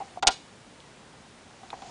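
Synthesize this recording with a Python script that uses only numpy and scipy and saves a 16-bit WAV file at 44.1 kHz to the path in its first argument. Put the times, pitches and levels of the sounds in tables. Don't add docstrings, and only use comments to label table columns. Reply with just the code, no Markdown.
import sys
import numpy as np
from scipy import signal
from scipy.fft import rfft, irfft
from scipy.io import wavfile

SR = 44100
rng = np.random.default_rng(int(sys.argv[2]) if len(sys.argv) > 2 else 0)


def store_wav(level_fs):
    pcm = np.round(np.clip(np.atleast_2d(level_fs), -1, 1) * 32767)
    wavfile.write(sys.argv[1], SR, pcm.T.astype(np.int16))


N = 83790
T = np.arange(N) / SR


def undb(db):
    return 10 ** (np.asarray(db) / 20)


def unit(x):
    return x / np.sqrt(np.mean(x ** 2))


def level_curve(points):
    seconds, db = np.array(points, float).T
    return undb(np.interp(T, seconds, db))


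def colour(x, points):
    point_hz, point_db = np.array(points, float).T
    bin_hz = np.maximum(np.fft.rfftfreq(N, 1 / SR), 1)
    gain_db = np.interp(np.log(bin_hz), np.log(point_hz), point_db)
    return unit(irfft(rfft(x) * undb(gain_db), N))


def noise(points):
    return colour(rng.standard_normal(N), points)


def lowpass(x, hz, order):
    return signal.sosfilt(signal.butter(order, hz, fs=SR, output="sos"), x)


def split(x, hz):
    bin_hz = np.fft.rfftfreq(N, 1 / SR)
    low = irfft(rfft(x) / (1 + (bin_hz / hz) ** 8), N)
    return low, x - low


def burst(start_s, attack_s, t60_s):
    attack = np.clip((T - start_s) / attack_s, 0, 1)
    return attack * np.exp(-np.log(1000) * np.maximum(T - start_s, 0) / t60_s)


def ring(start_s, hz, attack_s, t60_s):
    return burst(start_s, attack_s, t60_s) * np.sin(2 * np.pi * hz * (T - start_s))


# frequency in Hz, relative density in dB per Hz.
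HISS_SPECTRUM = [(15, -49), (25, -17), (32, -10), (113, -1.5), (156, 0.5), (239, -1), (292, -3.5),
                 (482, -5.5), (836, -9), (901, -7.5), (1070, -9.5), (3580, -16.5), (10000, -24),
                 (13000, -108), (22000, -120)]
# time in seconds, gain in dB.
HISS_DIP = [(.197, 2.5), (.203, -34), (.262, -34), (.29, 1)]
HISS_DB, DIP_ABOVE_HZ = -52.5, 440


def hiss():
    low, high = split(noise(HISS_SPECTRUM), DIP_ABOVE_HZ)
    return undb(HISS_DB) * (low + high * level_curve(HISS_DIP))


# time in seconds, level in dB.
ROLL_LEVEL = [(0, -59), (.15, -67.5), (.3, -90), (1.0, -73), (1.5, -67), (1.68, -60.5), (1.78, -57),
              (1.9, -51.5)]
# frequency in Hz, relative density in dB per Hz.
RUB_SPECTRUM = [(150, 12), (400, 11), (1000, -5.5), (2000, 4.5), (4000, 4.5), (7000, 4.5), (10000, -18)]
DRUM_HZ, DRUM_WIDTH_HZ = 736, 81
DRUM_RE_RUB_DB = 3


def rolling():
    friction = rng.standard_normal(N)
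    rub = colour(friction, RUB_SPECTRUM)
    b, a = signal.iirpeak(DRUM_HZ, DRUM_HZ / DRUM_WIDTH_HZ, fs=SR)
    hum = unit(signal.lfilter(b, a, friction))
    return (rub + undb(DRUM_RE_RUB_DB) * hum) * level_curve(ROLL_LEVEL)


# start in seconds, ring level in dB,
# pitch in Hz, ring t60 in seconds, thud rms in dB relative to half the ring amplitude.
THUMPS = [(.003, -29, 802.4, .08, -8), (.0075, -28, 792.4, 0.13, -6.5), (.0205, -27, 781.5, .06, -23),
          (.105, -51.5, 780, 0.13, -18), (.159, -43, 760, 0.049, -4), (.171, -39, 960, 0.039, -19),
          (.1735, -26, 723, 0.052, -19), (.2318, -15, 777, 0.049, -10), (.2485, -20, 791, 0.033, -20),
          (.263, -23.5, 760, 0.032, -10), (.287, -16, 769, 0.078, -8.5), (1.137, -41, 820, 0.025, -5),
          (1.632, -41.5, 766, 0.14, 2), (1.728, -34, 780, 0.015, 3), (1.7307, -24, 840, 0.013, -9),
          (1.7365, -31.5, 760, 0.047, -11), (1.8215, -34.5, 773, 0.046, 0), (1.853, -44, 760, 0.13, -15),
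          (1.893, -44, 920, .05, -12)]
# frequency in Hz, relative density in dB per Hz.
THUD_SPECTRUM = [(100, -26), (250, 8), (400, 0), (520, -5), (750, 12), (1000, 6.5), (1500, -5.5),
                 (2500, -10), (5000, -45), (10000, -53)]
PAW_PUSH_S, THUD_T60_S = 0.00094, 0.06


def thumps():
    thud_noise = noise(THUD_SPECTRUM)
    out = np.zeros(N)
    for start_s, ring_db, hz, t60_s, thud_db in THUMPS:
        mode = ring(start_s, hz, PAW_PUSH_S, t60_s)
        thud = thud_noise * burst(start_s, PAW_PUSH_S, THUD_T60_S)
        out += undb(ring_db) * (mode + undb(thud_db) * thud / 2)
    return out


# start in seconds, ring level in dB, crack level in dB,
# bump level in dB, low-pass corner in Hz, share of the free decay time.
KNOCKS = [(0.2248, -19.5, -17, -64, 1860, 0.57), (.2701, -17.5, -10, -21, 14200, 1.)]
# delay in seconds, level in dB.
BOUNCES = [(0, -0.5), (.0034, -0.5), (.0049, -0.5), (.0082, -4.5), (0.0117, -9)]
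# frequency in Hz, relative density in dB per Hz.
CRACK_SPECTRUM = [(40, -17.5), (130, -28), (300, -24.5), (520, -19.5), (750, -2), (1050, -12),
                  (1400, -10.5), (1900, -11), (2600, -6), (3500, -0.5), (4600, -0.5), (6800, -0.5),
                  (8300, -6), (10000, -16)]
# frequency in Hz, relative level in dB, free t60 in seconds.
WHEEL_MODES = [(400, -13, .13), (712, -3, .1), (763, -2, .09), (797, -5, .09), (990, -4, .1),
               (1414, -2, .115), (1588, -9, .1), (1954, -14, .11), (2462, -6, .075), (2585, -7, .07),
               (2870, -10, .07), (3380, -2, .06), (3550, 3, .058), (3838, -2, .06), (4060, -3, .06),
               (4585, 4, .04), (4742, 1, .04), (5228, 0, .033), (5645, -2, .03), (6510, -2, .025),
               (6862, 0, .025)]
CRACK_ATTACK_S, RING_RISE_S = 0.00036, 0.0049
CRACK_FREE_T60_AT_1KHZ_S, CRACK_T60_SLOPE = 0.12, 0.79
CRACK_BAND_EDGES_HZ = 1000 * 2 ** np.arange(0, 4.1, .5)
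BUMP_HZ, BUMP_RISE_S, BUMP_T60_S = 36.5, .003, 0.055


def chatter(start_s, t60_s):
    power = 0
    for delay_s, db in BOUNCES:
        power = power + (undb(db) * burst(start_s + delay_s, CRACK_ATTACK_S, t60_s)) ** 2
    return np.sqrt(power)


def crack(start_s, decay_share):
    rest = unit(np.tanh(0.7 * noise(CRACK_SPECTRUM)))
    out = np.zeros(N)
    for edge_hz in CRACK_BAND_EDGES_HZ:
        band, rest = split(rest, edge_hz)
        free_t60_s = CRACK_FREE_T60_AT_1KHZ_S * (edge_hz / 1000) ** -CRACK_T60_SLOPE
        out += band * chatter(start_s, decay_share * free_t60_s)
    return out


def wheel_ring(start_s, decay_share):
    return sum(undb(db) * ring(start_s, hz, RING_RISE_S, decay_share * free_t60_s)
               for hz, db, free_t60_s in WHEEL_MODES)


def knocks():
    out = np.zeros(N)
    for start_s, ring_db, crack_db, bump_db, dull_hz, decay_share in KNOCKS:
        out += undb(crack_db) * lowpass(crack(start_s, decay_share), dull_hz, order=1)
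        out += undb(ring_db) * lowpass(wheel_ring(start_s, decay_share), dull_hz, order=2)
        out += undb(bump_db) * ring(start_s, BUMP_HZ, BUMP_RISE_S, BUMP_T60_S)
    return out


# start in seconds, level in dB, t60 in seconds.
TICKS = [(.8030, -41.5, 0.013), (1.7033, -32.5, .018), (1.8198, -44, 0.035)]
# frequency in Hz, relative density in dB per Hz.
TICK_SPECTRUM = [(300, -26), (1200, -2), (2000, -18), (2600, 0.5), (3100, -3), (4200, 1.5), (4900, -16),
                 (10000, -23)]
TICK_ATTACK_S = 0.00036


def claws():
    tick = noise(TICK_SPECTRUM)
    return sum(undb(db) * tick * burst(start_s, TICK_ATTACK_S, t60_s) for start_s, db, t60_s in TICKS)


# frequency in Hz, relative level in dB.
ROOM_SPECTRUM = [(60, -12), (300, -5), (800, -9.5), (2000, -2), (4000, -2), (7000, -5.5), (10000, -1.5)]
EARLY_DB, EARLY_T60_S = -21.5, 0.19
LATE_DB, LATE_T60_S = -29.5, 0.64
ROOM_DELAY_S, ROOM_ATTACK_S = 0.033, 0.0017


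def room(x):
    response = np.zeros(N)
    for db, t60_s in [(EARLY_DB, EARLY_T60_S), (LATE_DB, LATE_T60_S)]:
        tail = noise(ROOM_SPECTRUM) * burst(ROOM_DELAY_S, ROOM_ATTACK_S, t60_s)
        response += undb(db) * unit(tail) / np.sqrt(N)
    return x + signal.fftconvolve(x, response)[:N]


def scene():
    blows = thumps() + knocks() + claws()
    return (hiss() + rolling() + room(blows))[None]


CEILING = 0.71
TOP_HZ = 10050


def record(dry):
    rounded = CEILING * np.tanh(dry / CEILING)
    steep = signal.ellip(10, .2, 70, TOP_HZ, fs=SR, output="sos")
    return signal.sosfilt(steep, rounded)


dry = scene()
out = record(dry)
store_wav(out)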